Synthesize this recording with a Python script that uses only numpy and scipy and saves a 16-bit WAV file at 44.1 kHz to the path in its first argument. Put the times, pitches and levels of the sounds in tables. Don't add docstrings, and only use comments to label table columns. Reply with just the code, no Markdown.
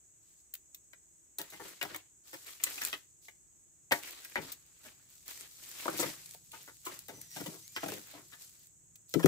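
import sys
import numpy as np
from scipy import signal
from scipy.fft import rfft, irfft, next_fast_len
from scipy.io import wavfile
from scipy.ndimage import uniform_filter1d

SR = 44100
rng = np.random.default_rng(int(sys.argv[2]) if len(sys.argv) > 2 else 0)


def generate_wav(sig):
    pcm = np.round(np.clip(np.atleast_2d(sig).T, -1, 1) * 32767).astype(np.int16)
    wavfile.write(sys.argv[1], SR, pcm)


N = 408807
TIME_S = np.arange(N) / SR

# start in seconds, level in dB, thinness 0-1, freedom to ring 0-1,
# chatter time in seconds, the stick's own tone in Hz.
STICK_HITS = [(0.9328, -56.5, 1, 0.4, 0.0037, 1970), (1.3848, -47.5, 1, 0.06, 0.023, 2820),
              (1.5231, -53, 0.95, 0.15, 0.021, 1590), (1.5976, -48.5, 0.27, 0.46, 0.017, 557),
              (1.65, -57, 0.17, 0.3, 0.0088, 500), (1.813, -36.5, 1, 0.48, 0.0081, 2200),
              (1.829, -40.5, 0.68, 0.25, 0.0055, 2420), (1.8509, -45, 0.32, 0.37, 0.0055, 1880),
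              (1.9455, -43.5, 0.79, 0.45, 0.0076, 1037), (2.3314, -48, 0.7, 0.18, 0.013, 1590),
              (2.5998, -53, 1, 0.46, 0.0062, 1700), (2.666, -42.5, 1, 0.38, 0.0092, 2640),
              (2.78, -44.5, 1, 0.5, 0.0055, 3200), (2.8141, -41, 1.0, 0.45, 0.017, 2340),
              (2.929, -36.5, 0.97, 0.39, 0.0088, 2450), (3.2834, -51.5, 1.0, 0.43, 0.0059, 1930),
              (3.9103, -34.5, 0.65, 0.82, 0.019, 940), (3.92, -26, 0.91, 0.36, 0.0049, 2097),
              (4.249, -53, 0.95, 0.73, 0.003, 1630), (4.357, -34, 0.76, 0.8, 0.0031, 1332),
              (4.366, -38, 0.76, 0.97, 0.0092, 2170), (4.372, -42.5, 0.21, 0.73, 0.013, 302),
              (4.848, -59, 1, 0.04, 0.024, 1900), (5.856, -37.5, 0.28, 0.96, 0.00094, 674.5),
              (5.8801, -32, 0.28, 1.0, 0.0022, 820), (5.991, -35.5, 0.15, 0.53, 0.011, 364),
              (6.026, -35.5, 0.59, 0.29, 0.011, 477), (6.3465, -60, 0.35, 1, 0.00093, 739.6),
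              (6.533, -51.5, 0.59, 0.67, 0.017, 870), (6.677, -54, 0.69, 0.27, 0.014, 1814),
              (6.8638, -42.5, 0.4, 0.57, 0.017, 962.5), (7.0856, -48.5, 0.42, 0.2, 0.015, 1530),
              (7.125, -56, 0.02, 1, 0.0087, 289.8), (7.3627, -45, 0.34, 0.3, 0.014, 794.6),
              (7.402, -43.5, 0.0, 0.31, 0.01, 320), (7.4617, -44.5, 0.47, 0.17, 0.0066, 933.6),
              (7.487, -49.5, 0.06, 1, 0.01, 195), (7.763, -37, 0.9, 0.34, 0.0094, 2030),
              (7.832, -37, 0.25, 0.92, 0.0064, 1160), (7.86, -41.5, 0.2, 0.7, 0.005, 620),
              (7.883, -44, 0.08, 0.26, 0.0069, 317), (7.92, -45, 0.25, 0.2, 0.0033, 444),
              (8.1347, -54.5, 0.2, 0.5, 0.024, 585), (8.175, -58.5, 0.22, 0.55, 0.016, 395),
              (8.322, -55.5, 0.98, 0.37, 0.019, 1760), (9.14, -35, 0.27, 0.27, 0.0025, 1330),
              (9.195, -43.5, 0.46, 0.48, 0.0095, 710), (9.229, -43, 0.73, 0.14, 0.017, 1950),
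              (9.259, -26.5, 0.12, 0.4, 0.0025, 747)]
# frequency in Hz, relative level in dB.
STICK_MODES = [(105, -14.5), (155, -9), (195, -10), (293, 0.5), (325, 2), (385, -3.5), (510, -7.5),
               (590, -7), (680, -7.5), (760, -9.5), (842, -6.5), (945, -4), (1150, -16.5), (1376, -9.5),
               (1520, -5), (1780, 1.5), (1993, 8), (2178, -0.5), (2376, 6.5), (2754, 0.5), (2920, -2.5),
               (3400, -11.5), (3900, -3.5), (4630, -6.5), (5950, 7.5)]
BRANCH_MODES = [(263, -7), (305, -8), (382, -12.5), (437, -11), (593, -6.5), (845, -5), (944, -2),
                (1376, -5.5), (1779, -5), (1993, -4), (2178, 5.5), (2376, -3)]
# start in seconds, relative level in dB, upper edge of the contact in Hz.
BRANCH_LANDINGS = [(3.911, -39.5, 1000), (3.9215, -34, 5000), (4.359, -38, 2500), (4.386, -44.5, 400),
                   (4.445, -56, 300)]
# start in seconds, relative level in dB, pitch in Hz.
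SOIL_THUDS = [(3.925, -41, 105), (4.385, -46, 110), (7.404, -40, 170), (7.432, -40, 150), (7.48, -35, 175)]
# start in seconds, relative level in dB,
# decay time in seconds, twig resonance in Hz.
TWIG_SNAPS = [(0.5386, -36.5, 0.0023, 2700), (0.552, -43.5, 0.0019, 2400), (0.746, -44.5, 0.0032, 11300),
              (1.3844, -34, 0.004, 8500), (1.415, -36.5, 0.0015, 12500), (1.5, -48.5, 0.0089, 4480),
              (1.82, -45, 0.0013, 2960), (1.8277, -34.5, 0.0012, 3480), (1.946, -45, .0015, 2400),
              (1.961, -39, 0.0022, 7700), (2.466, -48.5, .004, 1900), (2.506, -48, .004, 2000),
              (2.637, -21.5, 0.0033, 8300), (2.817, -33.5, 0.0041, 6460), (2.835, -37, 0.003, 8200),
              (2.85, -28.5, 0.0011, 8640), (2.861, -39, 0.0035, 6450), (3.922, -28.5, 0.0028, 2900),
              (4.127, -50, .0015, 3000), (4.247, -43.5, 0.0038, 4500), (4.518, -39, 0.0082, 5070),
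              (5.28, -40, 0.00097, 7750), (5.405, -53, .0008, 11500), (5.634, -56, .001, 6500),
              (5.689, -51, .001, 12500), (5.715, -55, 0.00099, 6500), (5.805, -45, 0.0089, 4000),
              (5.998, -30, 0.0088, 7400), (6.259, -46.5, 0.002, 7000), (6.31, -48, 0.00089, 7990),
              (6.517, -47.5, 0.0035, 7000), (6.851, -44, 0.017, 6480), (6.99, -43, 0.002, 12100),
              (7.083, -46, 0.0018, 13010), (7.2142, -43, 0.002, 8000), (7.465, -44, .003, 7000),
              (7.882, -42, 0.0053, 6300), (8.42, -51, .003, 8020), (8.956, -52.5, 0.0042, 7000),
              (9.139, -35, 0.0015, 4960)]
# start in seconds, length in seconds,
# relative leaf level in dB, relative bark level in dB.
DRAG_STROKES = [(0.2, 0.2, -72, -87), (1.382, 0.39, -59.5, -62.5), (1.602, 0.087, -54, -56.5),
                (1.817, 0.14, -57.5, -53), (2.231, 0.33, -55.5, -65.5), (2.448, 0.035, -51.5, -54.5),
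                (2.601, 0.3, -46, -50), (3.206, 0.057, -60.5, -93), (3.905, 0.05, -43.5, -58),
                (4.009, 0.095, -50, -49.5), (4.124, 0.3, -56, -59), (4.393, 0.11, -54, -53),
                (4.534, 0.62, -69, -73.5), (4.811, 0.07, -57, -60), (5.076, 0.26, -62, -78),
                (5.252, 0.17, -50.5, -55.5), (5.423, 0.92, -56.5, -68.5), (5.563, 0.54, -51.5, -59),
                (5.747, 0.36, -50, -50), (5.957, 0.058, -38, -42.5), (6.04, 0.2, -56, -65),
                (6.32, 2.08, -61.5, -85.5), (6.506, 0.13, -56.5, -62), (6.838, 0.047, -52, -55.5),
                (6.891, 0.06, -53, -53.5), (7.084, 0.18, -59, -69), (7.29, 0.16, -52, -67),
                (7.323, 0.21, -51, -62), (7.503, 0.53, -59, -75), (7.785, 0.16, -48.5, -52),
                (7.995, 0.18, -59.5, -60), (8.256, 0.38, -63, -75.5), (8.388, 0.044, -52.5, -63),
                (9.073, 0.33, -54, -85)]
# start in seconds, relative level in dB.
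STAND_BUMPS = [(9.157, -13), (9.1639, -13.5), (9.172, -12.5), (9.181, -16.5), (9.2452, -3), (9.253, -8.5)]
# frequency in Hz, relative level in dB, T60 in seconds.
STAND_MODES = [(166.6, -7, 0.19), (316, 8.5, 0.03995), (369, 10.5, 0.025)]
# start in seconds, length in seconds, first pitch in Hz, last pitch in Hz,
# relative level in dB, waver as a share of the pitch.
FRICTION_SQUEAKS = [(7.14, 0.13, 2014, 1975, -56, 0.01), (7.277, 0.15, 1940, 1683, -52, 0.012),
                    (7.63, 0.041, 1910, 2170, -54, 0.007), (7.66, 0.14, 2183, 2470, -54, 0.02),
                    (7.747, .11, 1815, 1980, -48, 0.068), (7.95, 0.059, 2130, 2020, -54, .012)]
# multiple of the pitch or turning rate, relative level in dB.
SQUEAK_HARMONICS = [(1, -15), (2, -18), (3, 0)]
ENGINE_HARMONICS = [(4, -1), (5, -7), (6, -1.5)]
# frequency in Hz, relative spectral density in dB.
BARK_SPECTRUM = [(80, -10.5), (160, -16), (320, -2), (480, -4.5), (900, -5.5), (2100, -1), (3200, -2.5),
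                 (5000, -7.5), (9000, -29)]
LEAF_SPECTRUM = [(1200, -33), (2800, -8), (4200, -2.5), (7800, 1.5), (12000, -2.5), (15000, -3),
                 (16500, -33.5)]
CRACK_SPECTRUM = [(300, -30), (1500, -14), (2400, -5), (3050, -9.5), (3850, -3), (5200, -7), (8000, 0.5),
                  (12000, -5), (14200, 2), (16000, 0.5)]
INSECT_SPECTRUM = [(4500, -44.5), (5600, -15), (6300, -9.5), (6700, 1.5), (7250, -7), (7800, 2),
                   (8300, -5.5), (9200, -15), (11000, -23.5)]
RUMBLE_SPECTRUM = [(30, -33), (70, -7), (112, -2.5), (150, -3), (220, -13.5), (600, -43)]
AIR_SPECTRUM = [(20, -26.5), (55, 1), (120, -8.5), (210, -14.5), (330, -6), (500, -15.5), (1100, -21),
                (2200, -21.5), (5000, -26.5), (9000, -50)]
HISS_SPECTRUM = [(2000, -11), (5000, -21.5), (12000, 26), (16000, -2)]
# time in seconds, level in dB.
ENGINE_CURVE = [(5, -88), (6.3, -73), (9.27, -76.5)]
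RUMBLE_CURVE = [(0, -86.5), (7, -71.5), (9.27, -77)]
# frequency in Hz, coherence 0-1.
COHERENCE = [(60, 0.43), (200, 0.45), (600, 0.0054), (1500, 0.29), (3000, 0.032), (16000, 0)]
BAND_EDGES_HZ = [95, 500, 1400, 3500, 16000]


def stick_knocks(click_db, softening):
    out, t = np.zeros((2, N)), TIME_S[:int(.35 * SR)]
    bands_hz = np.transpose([BAND_EDGES_HZ[:-1], BAND_EDGES_HZ[1:]])
    registers = [signal.butter(4, band, "band", fs=SR, output="sos") for band in bands_hz]
    centres_hz = np.sqrt(bands_hz.prod(axis=1))
    for start_s, levels_db, chatter_s, tone_hz, freedom in blows():
        wood = stick_ring(t, tone_hz, freedom)
        wood[0] += from_db(click_db)
        force = contacts(t, max(chatter_s, .001), rate_hz=2200, size_db=-4)
        force = colour(force, list(zip(centres_hz, softening * levels_db)))
        blow = signal.fftconvolve(force, wood)[:len(t)]
        blow = outdoors(blow, near_db=-2, near_t60_s=.05, far_db=-11, far_t60_s=.24)
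        for register, db in zip(registers, levels_db):
            part = signal.sosfilt(register, blow)
            add(out, start_s, level_attack(part, db, attack_s=max(.02, 2 * chatter_s)))
    return out * pan(3.5)


def blows(heavy_below=.67, settle_chatter_s=.021, settle_hz=296, settle_freedom=.38):
    for start_s, db, thinness, freedom, chatter_s, tone_hz in STICK_HITS:
        levels_db = register_levels_db(db, thinness, freedom)
        yield start_s, levels_db, chatter_s, tone_hz, freedom
        if thinness < heavy_below:
            settle_db = register_levels_db(levels_db[0] - 7, 0, settle_freedom)
            yield start_s + .05, settle_db, settle_chatter_s, settle_hz, settle_freedom


def register_levels_db(db, thinness, freedom, fall_below_db=23.5, fall_above_db=13, bark_db=-19.5):
    steps = np.arange(3) - 2 * thinness
    wood_db = -freedom * np.maximum(fall_above_db * steps, -fall_below_db * steps)
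    wood_db -= 20 * np.log10(np.linalg.norm(from_db(wood_db)))
    return db + np.append(wood_db, freedom * bark_db)


def stick_ring(t, tone_hz, freedom, t60_1khz_s=.026, damping_slope=.85, detune=.03):
    hz, db = np.transpose(STICK_MODES)[:, :, None]
    octaves = np.abs(np.log2(hz / tone_hz))
    own = np.argmin(octaves)
    hz = hz * np.exp(detune * rng.standard_normal(hz.shape))
    hz[own], db[own] = tone_hz, db[octaves < .5].max() - 4
    free_ring_s = .068 * freedom ** 2 / (1 + (tone_hz / 1900) ** 2)
    base_t60_s = np.full(hz.shape, t60_1khz_s)
    base_t60_s[own] += free_ring_s * min(1, tone_hz / 1000) ** damping_slope
    t60_s = base_t60_s * (hz / 1000) ** -damping_slope
    ring = ring_modes(t, hz, strike_gains(db, spread_db=1.1), t60_s)
    return ring / np.linalg.norm(ring)


def branch_bounces(trim_db, t60_1khz_s=.15, damping_slope=.27):
    out, t = np.zeros((2, N)), TIME_S[:int(.35 * SR)]
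    hz, db = np.transpose(BRANCH_MODES)[:, :, None]
    t60_s = t60_1khz_s * (hz / 1000) ** -damping_slope
    for start_s, landing_db, edge_hz in BRANCH_LANDINGS:
        gains = strike_gains(db, spread_db=1.5) / (1 + (hz / edge_hz) ** 2)
        ring = ring_modes(t, hz, gains, t60_s)
        ring = outdoors(ring, near_db=-8, near_t60_s=.04, far_db=-17, far_t60_s=.24)
        add(out, start_s, level_attack(ring, landing_db + trim_db, attack_s=.03))
    return out * pan(3.5)


def soil_thuds(trim_db, rise_s=.008, t60_s=.041):
    out, t = np.zeros((2, N)), TIME_S[:int(.15 * SR)]
    swell = (1 - np.exp(-t / rise_s)) ** 2 * from_db(-60 * t / t60_s)
    swell /= swell.max()
    for start_s, db, hz in SOIL_THUDS:
        add(out, start_s, from_db(db + trim_db) * swell * np.sin(2 * np.pi * hz * t) * pan(2))
    return out


def twig_snaps(trim_db, ring_db, ring_q):
    out, t = np.zeros((2, N)), TIME_S[:int(.25 * SR)]
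    for start_s, db, decay_s, hz in TWIG_SNAPS:
        crack = colour(contacts(t, decay_s, rate_hz=16000, size_db=-2.5), CRACK_SPECTRUM)
        crack += from_db(ring_db) * signal.lfilter(*signal.iirpeak(hz, ring_q, fs=SR), crack)
        crack = outdoors(crack, near_db=3, near_t60_s=.006, far_db=-4, far_t60_s=.12)
        add(out, start_s, level_attack(crack, db + trim_db, attack_s=.006))
    return out * pan(1.2)


def dragging(bark_trim_db, leaf_trim_db, jerk_db=.5):
    bark = sliding_resonances(colour(grains(rate_hz=4500, spread_db=2, clump_db=2), BARK_SPECTRUM))
    leaves = rms_one(colour(grains(rate_hz=13000, spread_db=-2, clump_db=.9), LEAF_SPECTRUM))
    twigs = rms_one(colour(grains(rate_hz=70, spread_db=2.2, clump_db=2), CRACK_SPECTRUM))
    litter = leaves + from_db(-2.5) * twigs
    bark_power = leaf_power = 0
    for start_s, length_s, leaf_db, bark_db in DRAG_STROKES:
        rubbing = stroke(start_s, length_s, t60_s=.3)
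        crushing = stroke(start_s, length_s, t60_s=.35)
        settling = from_db(-11) * stroke(start_s, length_s, t60_s=.57)
        bark_power += (from_db(bark_db + bark_trim_db) * rubbing) ** 2
        leaf_power += (from_db(leaf_db + leaf_trim_db) * np.maximum(crushing, settling)) ** 2
    bark *= from_db(jerk_db * drift(54))
    return (bark * np.sqrt(bark_power) + litter * np.sqrt(leaf_power)) * pan(1.1)


def stroke(start_s, length_s, t60_s):
    t = TIME_S - start_s
    swell = np.clip(t / (.03 + .077 * length_s), 0, 1)
    return swell * from_db(-60 * np.clip((t - length_s) / t60_s, 0, 2))


def sliding_resonances(scrape, range_hz=(1100, 5510), depth_db=2.2):
    edges_hz = np.geomspace(*range_hz, num=9)
    out = scrape
    for band in zip(edges_hz, edges_hz[1:]):
        resonance = signal.sosfilt(signal.butter(1, band, "band", fs=SR, output="sos"), scrape)
        out = out + (from_db(depth_db * drift(25)) - 1) * resonance
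    return rms_one(out)


def stand_bumps(trim_db, rise_s=.0076, right_db=-21):
    out, t = np.zeros((2, N)), TIME_S[:int(.2 * SR)]
    hz, db, t60_s = np.transpose(STAND_MODES)[:, :, None]
    boom = ring_modes(t, hz, from_db(db), t60_s) * (1 - np.exp(-t / rise_s))
    sides = from_db([[0], [right_db]])
    for start_s, bump_db in STAND_BUMPS:
        add(out, start_s, from_db(bump_db + trim_db) * boom * sides)
    return out


def squeaks(trim_db, flutter_db):
    out = np.zeros(N)
    for start_s, length_s, first_hz, last_hz, db, waver in FRICTION_SQUEAKS:
        progress = np.clip((TIME_S - start_s) / length_s, 0, 1)
        from_top = progress if first_hz > last_hz else 1 - progress
        glide_hz = max(first_hz, last_hz) - abs(first_hz - last_hz) * from_top ** 2
        phase = 2 * np.pi * np.cumsum(glide_hz * (1 + waver * drift(700))) / SR
        tone = sum(from_db(partial_db) * np.sin(k * phase) for k, partial_db in SQUEAK_HARMONICS)
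        swell = 2 * np.sqrt(progress * (1 - progress))
        out += from_db(db + trim_db + flutter_db * drift(60)) * swell * tone
    return out


def insects(level_db):
    return noise(INSECT_SPECTRUM) * from_db(level_db + .5 * drift(60))


def engine_hum(turning_hz, waver, unsteady_db):
    phase = 2 * np.pi * np.cumsum(turning_hz * (1 + waver * drift(2))) / SR
    hum = sum(from_db(db + unsteady_db * drift(5.5)) * np.sin(k * phase) for k, db in ENGINE_HARMONICS)
    return rms_one(hum) * from_db(np.interp(TIME_S, *np.transpose(ENGINE_CURVE)))


def ambience(air_db, hiss_db):
    rumble = noise(RUMBLE_SPECTRUM) * from_db(np.interp(TIME_S, *np.transpose(RUMBLE_CURVE)))
    return rumble + from_db(air_db) * noise(AIR_SPECTRUM) + from_db(hiss_db) * noise(HISS_SPECTRUM)


def outdoors(x, near_db, near_t60_s, far_db, far_t60_s, left_lead_s=.0002):
    t = TIME_S[:len(x)]
    paths = 0
    for db, t60_s in ((near_db, near_t60_s), (far_db, far_t60_s)):
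        echoes = stereo(rng.standard_normal((2, len(t)))) * from_db(-60 * t / t60_s)
        paths += from_db(db) * rms_one(echoes) / np.sqrt(len(t))
    paths[0, 0] += 1
    paths[1, int(left_lead_s * SR)] += 1
    return signal.fftconvolve(x[None], paths, axes=1)[:, :len(t)]


def contacts(t, decay_s, rate_hz, size_db):
    touches = (rng.random(len(t)) < rate_hz / SR) * rng.standard_normal(len(t))
    envelope = np.exp(-t / decay_s) * (1 - np.exp(-t / (.21 * decay_s)))
    force = from_db(size_db) * touches * envelope
    force[0] = 1 / (1 + (decay_s / .028) ** 2)
    return force


def grains(rate_hz, spread_db, clump_db):
    clicks = rng.random(N) < rate_hz / SR
    sizes = clicks * from_db(spread_db * np.minimum(rng.exponential(1, N), 5))
    envelope = uniform_filter1d(sizes ** 2, size=16).clip(0) ** .5
    clumps = from_db(clump_db * drift(90))
    return rms_one(stereo(envelope * clumps * rng.standard_normal((2, N))))


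def strike_gains(db, spread_db):
    return from_db(db + rng.normal(0, spread_db, db.shape)) * rng.choice([-1, 1], db.shape)


def ring_modes(t, hz, gains, t60_s):
    return np.sum(gains * np.sin(2 * np.pi * hz * t) * from_db(-60 * t / t60_s), axis=0)


def noise(spectrum):
    return rms_one(colour(stereo(rng.standard_normal((2, N))), spectrum))


def colour(x, spectrum):
    size = next_fast_len(x.shape[-1] // 2 + 1024) * 2
    hz, db = np.transpose(spectrum)
    grid_hz = np.maximum(np.fft.rfftfreq(size, 1 / SR), 1)
    gains = from_db(np.interp(np.log(grid_hz), np.log(hz), db))
    cepstrum = irfft(np.log(gains))
    cepstrum[1:size // 2] *= 2
    cepstrum[size // 2 + 1:] = 0
    return irfft(rfft(x, size) * np.exp(rfft(cepstrum)))[..., :x.shape[-1]]


def stereo(pair):
    size = next_fast_len(pair.shape[1])
    coherence = np.interp(np.fft.rfftfreq(size, 1 / SR), *np.transpose(COHERENCE))
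    angle = np.arcsin(coherence) / 2
    spectra = rfft(pair, size)
    return irfft(np.cos(angle) * spectra + np.sin(angle) * spectra[::-1], size)[:, :pair.shape[1]]


def drift(rate_hz):
    knots_s = np.arange(0, N / SR + 1, 1 / rate_hz)
    return rms_one(np.interp(TIME_S, knots_s, rng.standard_normal(len(knots_s))))


def level_attack(x, db, attack_s):
    return x * from_db(db) / np.sqrt(np.mean(x[:, :int(attack_s * SR)] ** 2))


def add(out, start_s, sound):
    at = min(round(start_s * SR), N - 1)
    out[:, at:at + sound.shape[1]] += sound[:, :N - at]


def pan(left_db):
    return rms_one(from_db([[left_db / 2], [-left_db / 2]]))


def from_db(db):
    return 10 ** (np.asarray(db) / 20)


def rms_one(x):
    return x / np.sqrt(np.mean(x ** 2) + 1e-20)


def scene():
    wood = stick_knocks(click_db=4.5, softening=.89) + branch_bounces(trim_db=-2.5)
    soil = soil_thuds(trim_db=-4)
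    cracks = twig_snaps(trim_db=2.5, ring_db=-3, ring_q=3.5)
    litter = dragging(bark_trim_db=.5, leaf_trim_db=.14)
    squeal = squeaks(trim_db=-2, flutter_db=3)
    background = insects(level_db=-63) + ambience(air_db=-75.5, hiss_db=-84)
    engine = engine_hum(turning_hz=27.8, waver=.0098, unsteady_db=3)
    return wood + soil + cracks + litter + squeal + stand_bumps(trim_db=-1.5) + background + engine


def record(dry, dip_hz=(9000, 10300), cutoff_hz=15550):
    dip = .55 * signal.sosfilt(signal.butter(1, dip_hz, "band", fs=SR, output="sos"), dry)
    return signal.sosfilt(signal.ellip(10, .2, 80, cutoff_hz, fs=SR, output="sos"), dry - dip)


dry = scene()
out = record(dry)
generate_wav(out)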